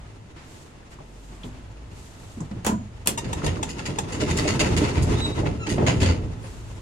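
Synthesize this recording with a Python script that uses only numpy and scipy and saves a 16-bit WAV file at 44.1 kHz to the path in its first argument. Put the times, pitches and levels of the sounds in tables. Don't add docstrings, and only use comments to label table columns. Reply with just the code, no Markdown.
import sys
import numpy as np
from scipy import signal
from scipy.fft import rfft, irfft, next_fast_len
from scipy.io import wavfile
from scipy.ndimage import map_coordinates

SR = 44100
rng = np.random.default_rng(int(sys.argv[2]) if len(sys.argv) > 2 else 0)


def materialize(psi):
    bounded = np.clip(np.atleast_2d(psi).T, -1, 1)
    quanta = np.round(bounded * 32767).astype(np.int16)
    wavfile.write(sys.argv[1], SR, quanta)


N = 300321
TIME = np.arange(N) / SR
AGE = TIME[:SR * 3 // 4]
DOOR_LEAD_S = 0.000441

# f/Hz, left-right likeness
LIKENESS = [(60, 0.93), (300, 0.87), (550, 0.25), (2000, 0.064), (7000, 0.12), (12000, 0.091)]
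# f/Hz, share of the stereo lead and of the wall reflections
SPREAD = [(450, 0.011), (620, 0.93)]
# f/Hz, left minus right/dB
DOOR_PAN = [(60, -1), (200, -1), (380, -3.5), (800, 4.5), (1500, 0.5), (2400, -1.5), (4400, 1.5), (7500, 2),
            (10000, -7), (15000, 2.5)]
# f/Hz, t60/s
CAR_DECAY = [(100, 0.26), (1000, 0.098), (5000, 0.17), (12000, 0.12)]

# t/s, level/dB
DRONE_LEVEL = [(0.08, -44), (0.55, -53), (1.2, -68), (1.5, -43.5), (2.23, -50), (2.5, -40.5), (3.05, -41.5),
               (6.3, -34.5), (6.8, -37.5)]
DRAUGHT_LEVEL = [(0.02, -46), (0.2, -53.5), (0.45, -49.5), (0.95, -50), (1.15, -53), (1.5, -45.5),
                 (1.82, -50.5), (2.15, -47), (2.95, -49), (6.5, -47)]
# f/Hz, level/dB
DRONE_EQ = [(17, -37), (33, 1.5), (54, 5.5), (102, 7.5), (117, 9.5), (135, -37), (170, -16), (220, -37),
            (370, -120)]
DRAUGHT_EQ = [(76, 4), (125, 2.5), (190, -7.5), (492, -19.5), (588, -7.5), (3000, -19.5), (5550, -27.5),
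              (7050, -27.5), (10900, -38), (12100, -46), (13100, -75), (15000, -53)]
# t/s, f/Hz, level/dB
MOTOR_HUM = [(0.0, 53.3, -61), (0.45, 47.5, -58), (0.6, 43.7, -66), (0.95, 45.3, -50), (1.3, 46.9, -43.5),
             (1.62, 51.2, -47), (1.82, 55, -42), (1.95, 55.9, -44)]

# peak t/s, level/dB, half length/s
SWISHES = [(0.54, -54.5, 0.097), (0.923, -56, 0.02), (1.265, -59.5, 0.2), (1.458, -54.5, 0.022),
           (2.023, -53.5, 0.093), (2.252, -54.5, 0.12), (6.494, -53.5, 0.086), (6.685, -58, 0.18)]
# t/s, thump/dB, ring f/Hz, scuff/dB, scuff t60/s
STEPS = [(0.36, -52, 335, -47.5, 0.76), (0.915, -60, 172.5, -48, 0.23), (0.987, -46, 126, -55, 0.11),
         (1.32, -45.5, 352, -54, 0.4), (1.441, -29.5, 247, -62, 0.15), (1.54, -40.5, 252, -57, .25),
         (1.913, -39.5, 97.7, -54, 0.062), (2.372, -33, 214, -61, .1), (2.403, -30.5, 156.3, -57, 0.067),
         (2.511, -30, 181, -44.5, 0.061), (2.565, -32.5, 125, -55, 0.42), (6.44, -41.5, 535, -47.5, 0.46)]
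# t/s, level/dB, centre f/Hz, t60/s
TICKS = [(0.827, -49, 1690, .04), (0.986, -44, 950, .05), (1.002, -41.5, 610, 0.1),
         (1.433, -40.5, 3350, .08), (2.403, -43, 1020, 0.12), (2.404, -42.5, 7600, 0.086),
         (2.421, -38, 590, .07), (3.418, -32, 1290, 0.018), (3.568, -28, 1050, 0.017),
         (3.592, -31, 1090, 0.016)]
# f/Hz, level/dB
CLOTH_EQ = [(1000, -34), (3000, -4), (5500, -5), (7300, -0.5), (9500, -9), (12000, -13.5), (15000, -27)]
THUMP_EQ = [(40, -41), (100, 2), (250, 1.5), (450, -11), (1000, -21), (2000, -36), (5000, -129)]
SCUFF_EQ = [(200, -8), (900, 11.5), (2200, 8), (3300, 2.5), (4300, 0), (7000, -5), (10000, -14),
            (12000, -25), (15000, -40)]

# t/s, click/dB, snap/dB, panel knock/dB
BUTTON_HITS = [(2.647, -27, -32, -44), (2.665, -20.5, -17, -32), (2.688, -46, -52, -25.5),
               (2.714, -42, -54, -24.5), (3.059, -30.5, -38, -47), (3.0727, -24.5, -8, -38)]
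# f/Hz, level/dB
CLICK_EQ = [(200, 9), (900, 12), (1800, 2), (2700, 2.5), (3800, -4.5), (5500, -4), (7200, 3), (9000, -7),
            (11300, -13), (13000, -24), (16000, -29)]
SNAP_EQ = [(500, -23), (2500, -1.5), (4400, -5), (7500, 0.5), (11000, 2.5), (13000, -11), (16000, -7)]
# f/Hz, level/dB, t60/s
PANEL_MODES = [(109.6, 0.5, 0.42), (177, 1, 0.22), (209.6, 4.5, 0.37), (300, -7, 0.28), (410, -13, 0.21),
               (654, -14, 0.32), (708, -10, 0.23), (973, -0.5, .18), (998, -1.5, 0.16), (1430, -15, 0.18),
               (6940, -25, 0.6)]

# t/s, share of full speed
DOOR_SPEED = [(3.05, 0.16), (3.12, 0.34), (3.5, 0.52), (3.75, 0.42), (4.099, 0.49), (4.3, 0.92), (4.75, 1),
              (5.17, 0.73), (5.441, 0.56), (5.57, 0.27), (5.8, 0.5), (6.1, 0.52), (6.2, 0.27), (6.6, 0.21)]
# t/s, sway/dB, sheet/dB
JOLTS = [(3.08, -46, -33.5), (3.249, -27, -32.5), (3.432, -24, -24.5), (3.88, -41, -30), (4.22, -27.5, -34),
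         (4.715, -22.5, -27.5), (4.97, -19, -28), (5.08, -21.5, -27.5), (5.37, -24.5, -27),
         (5.46, -25, -28), (5.71, -30, -25.5), (5.772, -39, -19.5), (5.87, -29, -23.5), (5.95, -23.5, -45),
         (6.01, -36, -23), (6.08, -33, -26), (6.24, -30.5, -52)]
# f/Hz, level/dB
SWAY_EQ = [(12, -51), (20, -27.5), (86, -5.5), (170, -18), (220, -65), (370, -120)]
SHEET_EQ = [(71, -48), (120, 1.5), (285, -3.5), (471, -6.5), (549, -14.5), (696, -17), (891, -27.5),
            (1030, -24), (1400, -31), (1820, -40), (3080, -120)]
ROLLER_EQ = [(470, -15), (780, 0), (1090, -3), (1910, -7.5), (2630, -7), (3440, -11), (6680, -15.5),
             (9650, -22.5), (11200, -30), (12300, -36), (13100, -77), (14500, -38)]
STEEL_EQ = [(200, -2), (600, 0.5), (1200, -1.5), (2200, 2.5), (2900, 1), (3800, -5), (4800, -2),
            (5700, -10), (6900, -4.5), (8500, -14), (10300, -17.5), (12000, -28.5), (13000, -40),
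            (15500, -34)]
# t/s, level/dB, rise/s, treble tilt/(dB per octave)
CLACKS = [(3.242, -40, 0.0015, -1.5), (3.443, -36.5, .004, 5), (3.467, -32, 0.0036, -2.5),
          (3.690, -36.5, .002, 4.5), (3.783, -36, 0.00098, -0.5), (3.855, -31.5, 0.0018, 1),
          (4.12, -38.5, 0.0098, 2), (4.203, -28, 0.0028, 0.5), (4.301, -29.5, 0.00086, 2),
          (4.366, -33, 0.0037, 6.5), (4.385, -29.5, 0.00095, 1.5), (4.446, -36.5, .002, 0.5),
          (4.474, -25, 0.0047, 0.5), (4.593, -21.5, 0.0015, 2), (4.622, -29, 0.0034, -4.5),
          (4.765, -27, 0.001, 3), (4.836, -30.5, 0.012, -2.5), (4.967, -33, 0.0022, -2),
          (5.021, -38, .003, 8.5), (5.377, -28.5, 0.0018, -11), (5.455, -34, 0.0018, -4.5),
          (5.664, -33.5, 0.0033, -1), (5.689, -32, 0.0089, 4), (5.778, -26.5, 0.0027, -8),
          (5.864, -21, 0.0062, -1), (6.001, -32.5, 0.0049, 2.5), (6.015, -27, 0.0049, 0),
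          (6.055, -27.5, 0.02, -1.5)]
# t/s, level/dB, centre f/Hz
KNOCKS = [(3.593, -19.5, 300), (4.219, -9.5, 327), (4.39, -15.5, 308), (4.45, -8, 476), (4.606, -8, 423),
          (4.808, -7.5, 282), (5.067, -14.5, 650), (5.268, -16, 273), (5.385, -19, 750), (5.43, -11, 700),
          (5.673, -14, 223), (5.777, -18, 456), (5.82, -8.5, 600), (5.92, -14.5, 326), (6.247, -25, 263)]
# f/Hz, width/Hz, level/dB
SKIN_MODES = [(218, 14, -0.5), (273, 8.1, 0), (297, 24, 3), (347, 15, -4.5), (413, 10, 0.5),
              (479.6, 22, -1.5), (604, 22, 0.5), (715, 27, -1.5), (798, 30, -0.5)]
TRACK_MODES = [(605, 30, -6.5), (853, 305, -11.5), (1287, 21, -7), (1866, 23, -1.5), (2045, 26, -4),
               (2636, 26, -4.5), (2800, 41, -6), (6600, 480, -5.5), (10060, 140, -5)]

# t/s, level/dB, f/Hz, length/s
CHIRPS = [(3.175, -26, 935, 0.02), (3.329, -24, 923, 0.0086), (3.463, -24, 920, 0.0087),
          (3.628, -23.5, 915, 0.011), (3.985, -20.5, 907, 0.0088)]
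# t/s, level/dB
RASP_LEVEL = [(5.135, -59), (5.17, -41), (5.21, -42), (5.27, -46), (5.295, -48)]
# f/Hz, level/dB
RASP_EQ = [(3200, -42), (3530, -3), (3760, 3), (4020, -9), (4350, -41)]
# t/s, f/Hz, level/dB
SHOE_SQUEAL = [(5.195, 3955, -50), (5.224, 3885, -33), (5.238, 3878, -35), (5.255, 3865, -28),
               (5.29, 3835, -36), (5.308, 3800, -56), (5.335, 3830, -36.5), (5.354, 3860, -52),
               (5.395, 3814, -45)]
ARM_SQUEAK = [(5.585, 1378, -58), (5.607, 1360, -43), (5.635, 1330, -34.5), (5.66, 1315, -43),
              (5.68, 1305, -57)]
# t/s, f/Hz, level/dB
WHINE = [(6.41, 9640, -72), (6.44, 9800, -61), (6.49, 9560, -67), (6.56, 9800, -87)]
# harmonic number, level/dB
ROLLER_TONE = [(1, 9), (2, -5.5), (3, -1.5), (4, -0.5), (7, -7), (8, -7), (11, -10)]
SHOE_TONE = [(1, 7), (2, -9)]
ARM_TONE = [(1, 3), (2, 2.5), (3, -10), (4, -15), (5, -7)]

# t/s, level/dB
THUDS = [(5.829, -29), (5.957, -29.5), (6.015, -25), (6.061, -27), (6.095, -30)]
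# f/Hz, level/dB, t60/s
LEAF_MODES = [(87, 10, 0.23), (186.4, -4, 0.19), (273, 1, 0.5), (407, -9, 0.14)]


def amp(db):
    return 10 ** (np.asarray(db) / 20)


def unit(x):
    return x / np.sqrt(np.mean(x ** 2) + 1e-20)


def along(points, hz):
    f, values = np.transpose(points)
    return np.interp(np.log(hz + 1), np.log(f + 1), values)


def curves(rows):
    times, *columns = np.transpose(rows)
    return [np.interp(TIME, times, column) for column in columns]


def gate(rows, fade_s):
    outside_s = np.maximum(rows[0][0] - TIME, TIME - rows[-1][0])
    return np.exp(-np.maximum(0, outside_s) / fade_s)


def wobble(rate, size=N):
    knots = rng.standard_normal(int(size * rate / SR) + 4)
    return map_coordinates(knots, [np.arange(size) * rate / SR])


def filtered(x, response):
    size = x.shape[-1]
    padded = next_fast_len(size + 8192)
    return irfft(rfft(x, padded) * response(np.fft.rfftfreq(padded, 1 / SR)), padded)[..., :size]


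def resonances(modes, hz):
    return sum(amp(db) * 1j * hz * width / (centre ** 2 - hz ** 2 + 1j * hz * width)
               for centre, width, db in modes)


def add(track, s, sound):
    part = track[..., round(s * SR):][..., :sound.shape[-1]]
    part += sound[..., :part.shape[-1]]


def time_pan(x, lead_s):
    sides = np.array([[1], [-1]])
    return filtered(x, lambda hz: np.exp(1j * np.pi * hz * lead_s * along(SPREAD, hz) * sides))


def noise(eq, size=N, lead_s=DOOR_LEAD_S, tilt_db=0):
    def mid_side(hz):
        width = np.arccos(np.clip(along(LIKENESS, hz), 0, 1)) / 2
        colour = amp(along(eq, hz) + tilt_db * np.log2(np.maximum(hz, 500)))
        return colour * [np.cos(width), np.sin(width)]
    mid, side = filtered(rng.standard_normal((2, size)), mid_side)
    return unit(time_pan(np.array([mid + side, mid - side]), lead_s))


def strike(t60, rise):
    shape = amp(-60 * AGE / t60) * (1 - np.exp(-AGE / rise))
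    return shape / shape.max()


def ring(modes, rise, blur):
    out = np.zeros(len(AGE))
    for hz, db, t60 in modes:
        drift = blur * (1 + hz / 5000) * wobble(60 + hz / 30, len(AGE))
        out += amp(db + rng.normal(0, 0.88)) * strike(t60, rise) * np.sin(2 * np.pi * hz * AGE + drift)
    return out


def rough_tone(pitch_hz, overtones, jitter):
    unsteady_hz = pitch_hz * (1 + jitter * wobble(400, len(pitch_hz)))
    phase = 2 * np.pi * np.cumsum(unsteady_hz) / SR
    return unit(sum(amp(db) * np.sin(round(k) * phase + rng.uniform(0, 2 * np.pi))
                    for k, db in overtones))


def in_car(x, wet_db, lead_s):
    white = noise([(100, 0), (10000, 0)], size=SR // 2, lead_s=0)
    hz, t, bands = signal.stft(white, SR, nperseg=256)
    decay = amp(-60 * t / along(CAR_DECAY, hz)[:, None])
    tail = signal.istft(bands * decay, SR, nperseg=256)[1]
    echo = signal.fftconvolve(x[None], tail / np.linalg.norm(tail[0]), axes=1)[:, :N]
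    return time_pan(x, lead_s) + amp(wet_db) * echo


def near_walls(x, strength, count=10):
    copies = np.zeros_like(x)
    for channel in range(2):
        for delay, sign in zip(rng.uniform(.001, .014, count), rng.choice([-1, 1], count)):
            add(copies[channel], delay, strength * sign * x[channel])
    return x + filtered(copies, lambda hz: along(SPREAD, hz))


def room_tone():
    drone = amp(curves(DRONE_LEVEL)[0]) * noise(DRONE_EQ, lead_s=0)
    draught = amp(curves(DRAUGHT_LEVEL)[0]) * noise(DRAUGHT_EQ, lead_s=0)
    return drone + draught


def motor():
    hz, db = curves(MOTOR_HUM)
    swell = amp(db + wobble(5.3)) * gate(MOTOR_HUM, fade_s=0.042)
    return swell * rough_tone(hz, [(1, 15), (2, -42)], jitter=0.022)


def coat():
    motion = amp(-71)
    for s, db, half_length in SWISHES:
        width = half_length * np.where(TIME < s, 0.76, 1.14)
        swish = amp(db) * np.exp(-.5 * ((TIME - s) / width) ** 2)
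        motion = np.hypot(motion, swish)
    return motion * amp(1.1 * wobble(70)) * noise(CLOTH_EQ, lead_s=0)


def steps():
    out = np.zeros((2, N))
    for s, db, ring_hz, scuff_db, scuff_t60 in STEPS:
        thump = 0.73 * strike(t60=0.3, rise=0.0024) * noise(THUMP_EQ, len(AGE))
        boom = ring([(ring_hz, 0, 4 / np.sqrt(ring_hz))], rise=0.0013, blur=1.02)
        scuff = strike(scuff_t60, rise=0.0041) * noise(SCUFF_EQ, len(AGE))
        add(out, s, amp(db) * (thump + boom) + amp(scuff_db) * scuff)
    return out


def ticks():
    out = np.zeros((2, N))
    for s, db, centre, t60 in TICKS:
        band = [(centre, 0.39 * centre, 0)]
        body = filtered(noise(SCUFF_EQ, len(AGE)), lambda hz: resonances(band, hz) ** 2)
        add(out, s, amp(db) * strike(t60, rise=0.00094) * unit(body))
    return out


def button():
    housing, snaps, panel = np.zeros((2, N)), np.zeros(N), np.zeros(N)
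    for s, click_db, snap_db, knock_db in BUTTON_HITS:
        click = strike(t60=0.18, rise=0.0007) * noise(CLICK_EQ, len(AGE), lead_s=0.0007)
        clunk = strike(t60=0.13, rise=0.015) * noise(SHEET_EQ, len(AGE), tilt_db=5)
        add(housing, s, amp(click_db) * click + amp(knock_db - 6) * clunk)
        add(snaps, s, amp(snap_db) * strike(t60=0.01, rise=0.00029) * noise(SNAP_EQ, len(AGE))[0])
        add(panel, s, amp(knock_db - 3.5) * ring(PANEL_MODES, rise=0.0034, blur=0.74))
    return housing + in_car(snaps, wet_db=-1, lead_s=0.00076) + in_car(panel, wet_db=-4, lead_s=0.00042)


def crackle(speed, full_speed_per_s=24, hardest_db=-29.5, count=200):
    energy = np.zeros(N)
    snap = strike(t60=0.018, rise=0.0003)
    start, end = DOOR_SPEED[0][0], DOOR_SPEED[-1][0]
    for when, chance, size in rng.uniform(size=(count, 3)):
        s = start + when * (end - start)
        pace = np.interp(s, TIME, speed)
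        if chance < pace * full_speed_per_s * (end - start) / count:
            add(energy, s, (pace * size ** 2 * amp(hardest_db) * snap) ** 2)
    return np.sqrt(energy) * noise(STEEL_EQ)


def rumble(sway_db=-28.5, sheet_db=-26, roll_db=-35.2):
    speed = curves(DOOR_SPEED)[0]
    sway_energy = (amp(sway_db) * speed ** 1.6) ** 2
    sheet_energy = (amp(sheet_db) * speed ** 1.51) ** 2
    shake = strike(t60=0.71, rise=0.0048)
    for s, jolt_sway_db, jolt_sheet_db in JOLTS:
        add(sway_energy, s, (amp(jolt_sway_db) * shake) ** 2)
        add(sheet_energy, s, (amp(jolt_sheet_db) * shake) ** 2)
    bumps = wobble(45)
    sway = np.sqrt(sway_energy) * noise(SWAY_EQ)
    sheet = np.sqrt(sheet_energy) * amp(0.82 * bumps) * noise(SHEET_EQ)
    grit = unit(amp(0.4 * wobble(360) + 2.7 * bumps))
    rolling = amp(roll_db) * speed ** 1.44 * grit * noise(ROLLER_EQ)
    return sway + sheet + rolling + crackle(speed)


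def clacks():
    out = np.zeros((2, N))
    grid_hz = np.geomspace(200, 15500, 110)
    for s, db, rise, tilt_db in CLACKS:
        t60 = 0.26 * 2 ** (-tilt_db / 22)
        colour_db = rng.normal(0, 3, len(grid_hz))
        eq = np.column_stack([grid_hz, along(STEEL_EQ, grid_hz) + colour_db])
        chatter = unit(amp(3.2 * wobble(450, len(AGE))))
        cracks = 0.34 * strike(t60=0.033, rise=rise / 3)
        for rebound_s in rng.uniform(.004, .022, size=2):
            add(cracks, rebound_s, .55 * strike(t60=.014, rise=.0003))
        envelope = 0.87 * strike(t60, rise) * chatter + cracks
        add(out, s, amp(db) * envelope * noise(eq, len(AGE), tilt_db=tilt_db))
    return out


def knocks():
    pushes = np.zeros(N)
    for s, db, hz in KNOCKS:
        pulse_time = np.sqrt(2) * np.pi * hz * AGE - 3
        add(pushes, s, amp(db) * pulse_time * np.exp(1 - pulse_time ** 2))
    skin = filtered(pushes, lambda hz: resonances(SKIN_MODES[::2], hz) - resonances(SKIN_MODES[1::2], hz))
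    return in_car(skin, wet_db=-5.5, lead_s=DOOR_LEAD_S)


def squeal(rows, overtones, jitter, flutter_db):
    hz, db = curves(rows)
    flutter = unit(amp(flutter_db * wobble(130)))
    return amp(db) * gate(rows, fade_s=.01) * flutter * rough_tone(hz, overtones, jitter)


def squeaks():
    chirps = np.zeros(N)
    for s, db, hz, length in CHIRPS:
        grip = (1 - np.exp(-AGE / .0012)) * np.exp(-(AGE / length) ** 4)
        tone = rough_tone(np.full(len(AGE), hz), ROLLER_TONE, jitter=.034)
        grit = .65 * noise(CLICK_EQ, len(AGE), tilt_db=2.5)[0]
        add(chirps, s, amp(db) * grip * (tone + grit))
    rasp_level = amp(curves(RASP_LEVEL)[0]) * gate(RASP_LEVEL, fade_s=0.0092)
    rasp = rasp_level * unit(amp(1.5 * wobble(200))) * noise(RASP_EQ)
    shoe = squeal(SHOE_SQUEAL, SHOE_TONE, jitter=0.005, flutter_db=1.5)
    arm = squeal(ARM_SQUEAK, ARM_TONE, jitter=0.01, flutter_db=1.5)
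    whine = squeal(WHINE, [(1, 0)], jitter=0.015, flutter_db=3)
    squeals = in_car(shoe + arm + whine, wet_db=-7, lead_s=.0002)
    return in_car(chirps, wet_db=-4.5, lead_s=0.000391) + squeals + rasp


def thuds():
    out = np.zeros(N)
    for s, db in THUDS:
        add(out, s, amp(db) * ring(LEAF_MODES, rise=0.0044, blur=0.53))
    return in_car(out, wet_db=-13.5, lead_s=DOOR_LEAD_S)


def sliding_doors():
    def steel(hz):
        balance = amp(along(DOOR_PAN, hz) * np.array([[.5], [-.5]]))
        return (1 + resonances(TRACK_MODES, hz)) * balance
    return near_walls(filtered(rumble() + clacks() + knocks(), steel), strength=0.16)


def scene():
    bed_and_foley = room_tone() + coat() + motor() + steps() + ticks() + button()
    return bed_and_foley + sliding_doors() + squeaks() + thuds()


def record(dry):
    ceiling, top_hz = .85, 16000
    rounded = dry / (1 + (dry / ceiling) ** 4) ** (1 / 4)
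    return filtered(rounded, lambda hz: 1 / (1 + (hz / top_hz) ** 80))


dry = scene()
out = record(dry)
materialize(out)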